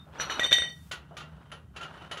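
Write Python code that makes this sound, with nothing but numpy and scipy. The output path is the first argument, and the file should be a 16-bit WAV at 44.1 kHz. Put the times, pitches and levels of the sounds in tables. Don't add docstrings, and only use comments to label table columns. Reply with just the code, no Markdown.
import sys
import numpy as np
from scipy import signal
from scipy.fft import rfft, irfft, next_fast_len
from scipy.io import wavfile
from scipy.ndimage import uniform_filter1d, minimum_filter1d, map_coordinates

SR = 44100
rng = np.random.default_rng(int(sys.argv[2]) if len(sys.argv) > 2 else 0)


def unload_wav(signal):
    wavfile.write(
        sys.argv[1],
        SR,
        np.round(np.clip(np.atleast_2d(signal).T, -1, 1) * 32767).astype(np.int16),
    )


N = 97020
TIME_S = np.arange(N) / SR
AGE_S = np.arange(int(SR * .7)) / SR

# start in seconds, ring, clack and thud levels in dB, tilt in dB per octave.
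PLATE_KNOCKS = [(.1995, -35, -29.5, -14.5, 5), (.2985, -32, -31, -16, 3.5)]
COLLAR_CLANKS = [(0.3953, -34.5, -35, -19, 2), (.4325, -37, -40, -26, 3.5), (.4415, -33.5, -43.5, -32.5, 1),
                 (.448, -33.5, -38.5, -27.5, -1), (.4615, -40, -55.5, -31.5, 3.5),
                 (.5115, -34.5, -50, -32.5, 1.5), (.519, -33, -32, -19, 0.5),
                 (0.5275, -21.5, -30, -27, 2.5), (.584, -32, -40, -26, 0),
                 (0.6204, -36, -39.5, -29.5, -2.5)]
# start in seconds, clack level in dB, tilt in dB per octave.
THREAD_CLICKS = [(.913, -35.5, 1), (1.168, -41.5, 0.5), (1.204, -45, -2.5), (1.517, -44, -2.5),
                 (1.763, -42.5, -1.5), (1.8094, -43, -2.5), (1.828, -42.5, -2), (2.1129, -36.5, -2),
                 (2.172, -41.5, -1)]
# start in seconds, level in dB.
RIM_TINGS = [(1.516, -56.5), (2.114, -53)]
PLATE_SHIFTS = [(0.066, -53), (1.107, -49), (1.322, -60.5), (1.378, -57.5)]
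# centre and half width in seconds, pitch in Hz, level in dB.
EDGE_SWELLS = [(.005, 0.037, 3655, -57.5), (0.212, 0.015, 5868, -33.5), (0.419, 0.016, 1911, -25.5),
               (0.497, 0.0065, 3655, -26), (1.215, 0.027, 1385, -51.5), (1.836, 0.031, 1380, -43.5)]

# frequency in Hz, gain in dB, T60 in seconds.
HANDLE_MODES = [(1321, 4.5, 0.2), (2975, -1, 0.28), (3790, -5, 0.25), (4220, -5.5, 0.28),
                (5830, -9.5, 0.29), (9470, -26.5, 0.2), (11370, -27.5, .2)]
LOOSE_MODES = [(1920, -3.5, 0.4), (3066, -7.5, 0.34), (3618, 0.5, 0.098), (3636, -1, 0.41),
               (4440, -19.5, 0.46), (5838, -17, 0.45), (5930, -13, 0.2), (6650, -24.5, 0.22),
               (7410, -25, 0.12), (8500, -22, 0.38), (11620, -33.5, 0.22), (14140, -35.5, .18)]
GRIPPED_MODES = [(1292, 0.5, 0.231), (1406, -0.5, 0.28), (1918, -4.5, 0.3), (2798, 1, 0.25),
                 (3054, 3.5, 0.16), (3680, -6, 0.12), (5880, -13, 0.089), (9370, -17, 0.12),
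                 (9900, -13.5, 0.18), (15220, -22, 0.078)]
PLATE_THUD_MODES = [(648, -22, 0.058), (1560, -1.5, 0.0087)]
COLLAR_THUD_MODES = [(620, -3, .017), (1600, 2, .013), (2250, -1, .014)]

# frequency in Hz, relative density in dB.
KNOCK_SPECTRUM = [(120, -25), (300, 0.5), (1400, 9), (2200, 1), (4300, -1.5), (5000, -20), (6300, -9),
                  (8500, -27), (11700, -49.5), (16000, -56)]
CLANK_SPECTRUM = [(120, -16.5), (350, -8.5), (650, 0), (1100, -8), (2200, 5), (3900, -2), (5000, -18.5),
                  (6700, -13.5), (9800, -24.5), (11500, -23.5), (16000, -45)]
CLICK_SPECTRUM = [(120, -32), (350, -1.5), (1400, 2.5), (2200, -1.5), (2900, 3.5), (4300, -0.5),
                  (5200, -7.5), (6900, -4), (8700, -19), (10500, -15), (12000, -27), (16000, -30)]
SHIFT_SPECTRUM = [(150, -10.5), (700, 1), (1500, -9.5), (2600, -41), (16000, -69)]
SCRAPE_SPECTRUM = [(300, 0.5), (800, 4), (1450, 5), (2200, -7), (3200, -7), (5000, -19), (9000, -29),
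                   (15500, -48.5)]
AIR_SPECTRUM = [(20, -46), (45, -18.5), (60, -5), (160, 2.5), (320, -16), (1600, -51), (10000, -46),
                (15500, -54.5)]
RECORDER_HISS_SPECTRUM = [(7000, -6), (15500, -8.5)]

# time in seconds, level in dB.
SCRAPE_ENVELOPE = [(0, -61), (.1, -65), (0.159, -45), (.28, -43), (.38, -39.5), (.46, -38.5), (.5, -76),
                   (.8, -68), (1.15, -63), (1.5, -61.5), (1.73, -73.5), (1.76, -52.5), (1.89, -54.5),
                   (2.02, -46), (2.09, -55), (2.2, -53)]
RECORDER_HISS_ENVELOPE = [(.5, -76.5), (.68, -67), (.9, -64), (.92, -82.5)]
# centre in Hz, level in dB, width in Hz.
HUM_BANDS = [(72.5, -57, 13), (154.1, -57, 6.7)]
# frequency in Hz, T60 in seconds.
ROOM_DECAY = [(200, 0.47), (4000, 0.21), (8000, 0.15), (15000, 0.23)]

GRIP_S, GRIP_DB_PER_S = 0.71, 63
GRIP_WANDER_HZ, GRIP_FLUTTER = 50, 1.8


def amp(db):
    return 10 ** (np.asarray(db) / 20)


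def unit_rms(x):
    return x / np.sqrt(np.mean(x ** 2) + 1e-20)


def decay(db, t60_s):
    return amp(db - 60 * AGE_S / t60_s)


def envelope(points):
    return amp(np.interp(TIME_S, *np.transpose(points)))


def log_interp(points, hz):
    knots_hz, values = np.transpose(points)
    return np.interp(np.log(hz + 1), np.log(knots_hz + 1), values)


def add(track, start_s, sound):
    i = max(round(start_s * SR), 0)
    track[i:i + len(sound)] += sound[:N - i]


def wobble(rate_hz):
    steps = np.arange(0, N * rate_hz / SR + 1, 1 / 10)
    curve = map_coordinates(rng.standard_normal(2048), [steps], mode="wrap")
    return np.interp(TIME_S * rate_hz, steps, curve)


def tilt_db(hz, db_per_oct):
    return db_per_oct * np.log2(np.maximum(hz, 700) / 3000)


def noise(spectrum, size, db_per_oct=0):
    hz = np.fft.rfftfreq(size, 1 / SR)
    gain = amp(log_interp(spectrum, hz) + tilt_db(hz, db_per_oct))
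    return unit_rms(irfft(rfft(rng.standard_normal(size)) * gain, size))


def mode_tone(hz, flutter, wander_hz=0):
    rate_hz = 70.2 * (hz / 3000) ** .5
    scatter = 1 + flutter * (wobble(rate_hz) + 1j * wobble(rate_hz))
    drift_cycles = wander_hz * np.cumsum(wobble(20)) / SR if wander_hz else 0
    phase_rad = 2 * np.pi * (hz * TIME_S + drift_cycles) + 0.49 * wobble(2 * rate_hz)
    return unit_rms(np.real(scatter * np.exp(1j * phase_rad)))


def room_decay(x):
    hz, time_s, bins = signal.stft(x, SR, nperseg=256)
    fade = amp(-60 * time_s / log_interp(ROOM_DECAY, hz)[:, None])
    return signal.istft(bins * fade, SR, nperseg=256)[1][:len(x)]


def strikes(contacts, modes, spectrum, thud_modes, flutter, rise_s=0.0017, wander_hz=0, burst_db=None):
    impacts, energies = np.zeros(N), np.zeros((len(modes), N))
    hardest_db = max(row[1] for row in contacts)
    rise = 1 - np.exp(-AGE_S / rise_s)
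    for start_s, ring_db, clack_db, thud_db, db_per_oct in contacts:
        burst = 0
        if burst_db is not None:
            burst = decay(burst_db + 0.44 * (ring_db - hardest_db), t60_s=0.017)
        for energy, (hz, db, t60_s) in zip(energies, modes):
            ring = decay(ring_db + db + tilt_db(hz, db_per_oct), t60_s)
            add(energy, start_s, ((1 + burst) * rise * ring) ** 2)
        clack = room_decay(noise(spectrum, len(AGE_S), db_per_oct)) * rise
        thud = 0
        for hz, db, t60_s in thud_modes:
            phase_rad = 2 * np.pi * hz * AGE_S
            detune = rng.normal(1, .05)
            thud += decay(db, t60_s) * np.tanh(phase_rad) * np.sin(detune * phase_rad)
        add(impacts, start_s, amp(clack_db) * clack + amp(thud_db) * thud)
    tones = [mode_tone(hz, flutter, wander_hz) for hz, _, _ in modes]
    return impacts + sum(np.sqrt(energy) * tone for energy, tone in zip(energies, tones))


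def plate_knocks():
    return strikes(PLATE_KNOCKS, HANDLE_MODES, KNOCK_SPECTRUM, PLATE_THUD_MODES,
                   flutter=2.9, rise_s=0.0073)


def loose_collar(crack_hz=3560):
    out = strikes(COLLAR_CLANKS, LOOSE_MODES, CLANK_SPECTRUM, COLLAR_THUD_MODES,
                  flutter=0.58, burst_db=16)
    hardest_db = max(row[1] for row in COLLAR_CLANKS)
    for start_s, ring_db, *_ in COLLAR_CLANKS:
        crack_db = -5 + 2 * (ring_db - hardest_db)
        add(out, start_s, decay(crack_db, t60_s=.022) * np.sin(2 * np.pi * crack_hz * AGE_S))
    return out * amp(-GRIP_DB_PER_S * np.maximum(TIME_S - GRIP_S, 0))


def gripped_collar(ring_gain_db=-8, thud_gain_db=1.5, ting_hz=10070):
    contacts = [(start_s, db + ring_gain_db, db, db + thud_gain_db, db_per_oct)
                for start_s, db, db_per_oct in THREAD_CLICKS]
    out = strikes(contacts, GRIPPED_MODES, CLICK_SPECTRUM, COLLAR_THUD_MODES,
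                  flutter=GRIP_FLUTTER, wander_hz=GRIP_WANDER_HZ)
    for start_s, db in RIM_TINGS:
        add(out, start_s, decay(db, t60_s=0.2) * np.sin(2 * np.pi * ting_hz * AGE_S))
    return out


def plate_shifts(rise_s=0.0018):
    out = np.zeros(N)
    rise = 1 - np.exp(-AGE_S / rise_s)
    for start_s, db in PLATE_SHIFTS:
        add(out, start_s, amp(db) * rise * room_decay(noise(SHIFT_SPECTRUM, len(AGE_S))))
    return out


def sliding(grain_db=1.8, ring_gain_db=-10):
    modes = sum(amp(db) * mode_tone(hz, GRIP_FLUTTER, GRIP_WANDER_HZ) for hz, db, _ in GRIPPED_MODES)
    ring = amp(ring_gain_db) * (TIME_S > GRIP_S) * unit_rms(modes)
    friction = noise([(100, -15)] + SCRAPE_SPECTRUM, N)
    grain = amp(grain_db * (wobble(59.796) + wobble(400)))
    out = envelope(SCRAPE_ENVELOPE) * (unit_rms(friction * grain) + ring)
    for centre_s, half_width_s, hz, db in EDGE_SWELLS:
        swell = np.exp(-((TIME_S - centre_s) / half_width_s) ** 2)
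        out += amp(db) * swell * mode_tone(hz, flutter=0.2)
    return out


def room_tone(air_db=-54.5):
    hum = np.zeros(N)
    for hz, db, width_hz in HUM_BANDS:
        waver = wobble(2 * width_hz) + 1j * wobble(2 * width_hz)
        hum += amp(db) * unit_rms(np.real(waver * np.exp(2j * np.pi * hz * TIME_S)))
    return hum + amp(air_db) * noise(AIR_SPECTRUM, N)


def recorder_hiss():
    return envelope(RECORDER_HISS_ENVELOPE) * noise(RECORDER_HISS_SPECTRUM, N)


def scene():
    return (plate_knocks() + loose_collar() + gripped_collar() + plate_shifts()
            + sliding() + room_tone() + recorder_hiss())[None]


def record(dry):
    ceiling, limiter_s = .56, .002
    low_cut_hz, top_hz = 32, 15750
    window = int(limiter_s * SR)
    needed_gain = ceiling / np.maximum(np.abs(dry), ceiling)
    gain = uniform_filter1d(minimum_filter1d(needed_gain, 2 * window), window)
    size = next_fast_len(N + 8192)
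    hz = np.fft.rfftfreq(size, 1 / SR)
    low_cut = (hz / low_cut_hz) ** 3 / np.sqrt(1 + (hz / low_cut_hz) ** 6)
    return irfft(rfft(dry * gain, size) * low_cut * (hz < top_hz), size)[..., :N]


dry = scene()
out = record(dry)
unload_wav(out)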